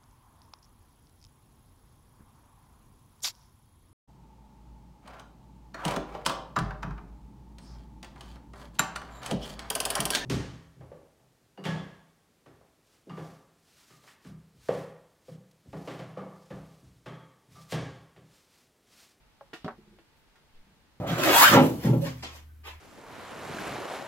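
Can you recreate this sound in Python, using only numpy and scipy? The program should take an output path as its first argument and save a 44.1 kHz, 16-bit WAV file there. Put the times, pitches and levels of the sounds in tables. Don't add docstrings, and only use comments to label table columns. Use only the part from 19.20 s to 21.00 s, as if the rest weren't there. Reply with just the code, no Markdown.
import sys
import numpy as np
from scipy import signal
from scipy.fft import rfft, irfft
from scipy.io import wavfile

SR = 44100
rng = np.random.default_rng(int(sys.argv[2]) if len(sys.argv) > 2 else 0)


def persist_wave(psi):
    counts = np.round(np.clip(psi, -1, 1) * 32767).astype(np.int16)
    wavfile.write(sys.argv[1], SR, np.atleast_2d(counts).T)


N = 79380

# (frequency [Hz], level [dB], t60 [s])
SOFT_TABLE_MODES = [(212, 1, .19), (328, -4, .1), (372, -3, .22), (438, -4, .15)]
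TABLE_GRAIN = dict(t60_s=0.07, bass_hz=984, treble_hz=4496, fizz_db=-20.5)


def amp(db):
    return 10 ** (np.asarray(db) / 20)


def unit_rms(x):
    return x / np.sqrt(np.mean(x ** 2) + 1e-20)


def unit_energy(x):
    return unit_rms(x) / np.sqrt(x.shape[-1])


def lookup(points, hz):
    knots_hz, values = np.transpose(points)
    return np.interp(np.log(hz + 1), np.log(knots_hz + 1), values)


def add(mix, start_s, sound):
    part = mix[..., round(start_s * SR):][..., :sound.shape[-1]]
    part += sound[..., :part.shape[-1]]


def cut(x, hz, kind, order):
    return signal.sosfilt(signal.butter(order, hz, kind, fs=SR, output="sos"), x)


def swell(centre_s, width_s):
    return np.exp(-2 * ((np.arange(N) / SR - centre_s) / width_s) ** 2)


def diffuse(size, colour=np.ones_like, shared=1, spacing_m=0.061):
    hz = np.fft.rfftfreq(size, 1 / SR)
    mid, side = rfft(rng.standard_normal((2, size)))
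    coherence = shared * np.sinc(2 * hz * spacing_m / 343)
    mid, side = mid * np.sqrt(1 + coherence), side * np.sqrt(1 - coherence)
    return unit_rms(irfft(np.array([mid + side, mid - side]) * colour(hz), size))


def background(air_db=-64):
    # (frequency [Hz], relative density [dB])
    air_spectrum = [(20, -9.5), (30, -5), (39, 5.5), (48, 1.5), (75, -4), (140, -4.5), (260, -9),
                    (500, -12), (900, -14), (2000, -15.5), (4200, -19.5), (6500, -26.5), (11000, -29),
                    (15500, -32.5)]
    # (frequency [Hz], rms level [dB])
    fan_tones = [(145.3, -80), (843, -85), (899, -83), (1599, -91)]
    t = np.arange(N) / SR
    fan = sum(amp(db) * np.sqrt(2) * np.sin(2 * np.pi * (hz * t + rng.random())) for hz, db in fan_tones)
    return fan + amp(air_db) * diffuse(N, lambda hz: amp(lookup(air_spectrum, hz)), shared=0.57)


def room(x, level_db=-12, gap_s=0.005):
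    # (frequency [Hz], t60 [s])
    decay_times = [(100, 0.86), (400, 0.19), (1200, 0.068), (3000, 0.24), (8000, 0.099), (16000, 0.095)]
    noise = cut(diffuse(SR // 2), 350, "high", order=1)
    hz, t, bands = signal.stft(noise, SR, nperseg=256)
    decay = amp(-60 * t / lookup(decay_times, hz)[:, None])
    tail = signal.istft(bands * decay, SR, nperseg=256)[1]
    wet = np.zeros((2, N))
    add(wet, gap_s, signal.fftconvolve(x.mean(0)[None], unit_energy(tail), axes=1))
    return amp(level_db) * wet


def waft(centre_s=1.383, width_s=0.04, hz=10.5, gain_db=-46):
    t = np.arange(N) / SR - centre_s
    return amp(gain_db) * np.sin(2 * np.pi * hz * t) * np.exp(-(t / width_s) ** 2)


def rubs():
    # (centre [s], width [s], level [dB], pitch [Hz], spread [octaves])
    strokes = [(0.42, 0.11, -65, 3170, 0.44), (0.993, 0.054, -76, 13500, 0.55),
               (1.367, 0.044, -69.5, 2670, 0.56), (1.51, 0.15, -68.5, 199, 0.32),
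               (1.716, 0.084, -74, 212, 0.47)]
    out = np.zeros((2, N))
    for centre_s, width_s, db, pitch_hz, octaves in strokes:
        hiss = diffuse(N, lambda hz: np.exp(-.5 * (np.log2((hz + 1) / pitch_hz) / octaves) ** 2))
        out += amp(db) * hiss * swell(centre_s, width_s)
    return out


def body(modes, push_db, modes_db, dense_db, dense_t60_s, dense_hz, spread_rad=0.13):
    t = np.arange(SR // 2) / SR
    stereo_rad = spread_rad * rng.choice([-1, 1], len(modes))[:, None, None] * np.array([[1], [-1]])
    ring = sum((-1) ** k * amp(db - 60 * t / t60_s) * np.sin(2 * np.pi * hz * t + stereo_rad[k])
               for k, (hz, db, t60_s) in enumerate(modes))
    dense = cut(diffuse(len(t)), dense_hz, "high", order=2) * amp(-60 * t / dense_t60_s)
    push = amp(push_db) * (t == 0)
    return push + amp(modes_db) * ring * 200 / SR + amp(dense_db) * unit_energy(dense)


def crunch(t60_s, bass_hz, treble_hz, fizz_db):
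    t = np.arange(SR // 10) / SR
    grit = cut(diffuse(len(t)) * amp(-60 * t / t60_s), bass_hz, "high", order=1)
    fizz = amp(fizz_db) * cut(grit, 2 * treble_hz, "low", order=1)
    return unit_energy(cut(grit, treble_hz, "low", order=5) + fizz)


def blows(contacts, response, grain):
    force, grit = np.zeros(N), np.zeros((2, N))
    click = signal.unit_impulse(SR // 10)
    for start_s, db, bass_hz, treble_hz, crunch_db in contacts:
        pulse = cut(cut(click, bass_hz, "high", order=2), treble_hz, "low", order=5)
        add(force, start_s, amp(db) * pulse)
        add(grit, start_s, amp(db + crunch_db) * crunch(**grain))
    return signal.fftconvolve(force[None], response, axes=1)[:, :N] + grit


def soft_table():
    return body(SOFT_TABLE_MODES, push_db=-2, modes_db=6.5,
                dense_db=-12.5, dense_t60_s=-1.2, dense_hz=391)


def hand_drag(centre_s=0.737, width_s=0.083, level_db=-60.5):
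    friction = cut(rng.standard_normal(N), 397, "low", order=6) * swell(centre_s, width_s)
    hum = signal.fftconvolve(friction[None], soft_table(), axes=1)[:, :N]
    return amp(level_db) * unit_energy(hum) * np.sqrt(width_s * SR)


def hand_bumps():
    # (time [s], level [dB], bass edge [Hz], treble edge [Hz], relative crunch [dB])
    contacts = [(0.5810, -9, 159, 423, -35), (0.6708, -17, 166, 430, -34), (0.7355, -19.5, 160, 370, -42),
                (0.7866, -13, 416, 880, -30)]
    return blows(contacts, soft_table(), TABLE_GRAIN)


def tip_tap():
    # (time [s], level [dB], bass edge [Hz], treble edge [Hz], relative crunch [dB])
    contacts = [(0.2103, -11.5, 552, 1204, -30.5)]
    # (frequency [Hz], level [dB], t60 [s])
    tip_modes = [(446, 2, .07), (552, 11, .1), (680, 3, .06), (800, 5, .06), (875, 6, .07), (1047, 0, .08),
                 (1405, -2, .08), (1620, 8, .06)]
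    response = body(tip_modes, push_db=3, modes_db=5.5, dense_db=-3.5, dense_t60_s=3.5, dense_hz=498)
    return blows(contacts, response, TABLE_GRAIN)


def stick_clacks():
    # (time [s], level [dB], bass edge [Hz], treble edge [Hz], relative crunch [dB])
    contacts = [(0.3320, -6, 129, 1820, -26), (0.3339, -9.5, 1060, 3430, -12),
                (0.3366, -15, 1060, 3670, -8.5), (0.3445, -18, 786, 2970, -14),
                (0.7875, -27.5, 217, 3330, -23), (1.1562, -25, 790, 1910, -12),
                (1.1788, -30.5, 650, 1480, -16)]
    # (frequency [Hz], level [dB], t60 [s])
    stick_modes = [(170, 5, .05), (240, 6, .07), (316, 7, .19), (349, 6, .11), (454, 8, .11), (730, 1, .08),
                   (899, 1, .12), (1415, 7, .1), (1780, 3, .1), (1840, 2, .15), (2590, -3, .12),
                   (2720, -2, .16), (3461, -1, .13), (4942, -2, .14)]
    response = body(stick_modes, push_db=-5.5, modes_db=1.5,
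                    dense_db=-0.5, dense_t60_s=0.15, dense_hz=440)
    grain = dict(t60_s=0.25, bass_hz=1295, treble_hz=5596, fizz_db=-14.5)
    return blows(contacts, response, grain)


def table_knocks_and_echoes():
    # (time [s], level [dB], bass edge [Hz], treble edge [Hz], relative crunch [dB])
    contacts = [(0.4443, 14, 130, 270, -38), (0.4455, -6.5, 350, 1380, -17.5), (0.4608, 3.5, 316, 650, -30),
                (0.4803, 0.5, 306, 1580, -28), (0.4855, -6.5, 148, 1530, -49),
                (0.5104, -11.5, 636, 1350, -27)]
    # (frequency [Hz], level [dB], t60 [s])
    table_modes = [(111, -6, .15), (148, 4, .05), (185, 6, .055), (232, 2, .13), (320, -8, .13),
                   (378, -3, .18), (428, 2, .13), (592, 2, .12), (645, -1, .16), (712, 1, .15),
                   (783, 1, .15), (905, 4, .13), (1149, -2, .14), (1276, 0, .14), (1420, -3, .1),
                   (1570, 0, .11), (2060, 3, .06)]
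    response = body(table_modes, push_db=0, modes_db=0.5, dense_db=-0.5, dense_t60_s=0.16, dense_hz=474)
    return blows(contacts, response, TABLE_GRAIN)


def scene(balance_db=-0.6):
    wood = tip_tap() + stick_clacks() + table_knocks_and_echoes() + hand_bumps() + hand_drag()
    balance = amp([[balance_db / 2], [-balance_db / 2]])
    return (wood + room(wood)) * balance + rubs() + waft() + background()


def record(dry):
    edge_hz = 15780
    lowpass = signal.firwin(601, edge_hz, window=("kaiser", 8), fs=SR)
    return signal.oaconvolve(dry, lowpass[None], "same")


dry = scene()
out = record(dry)
persist_wave(out)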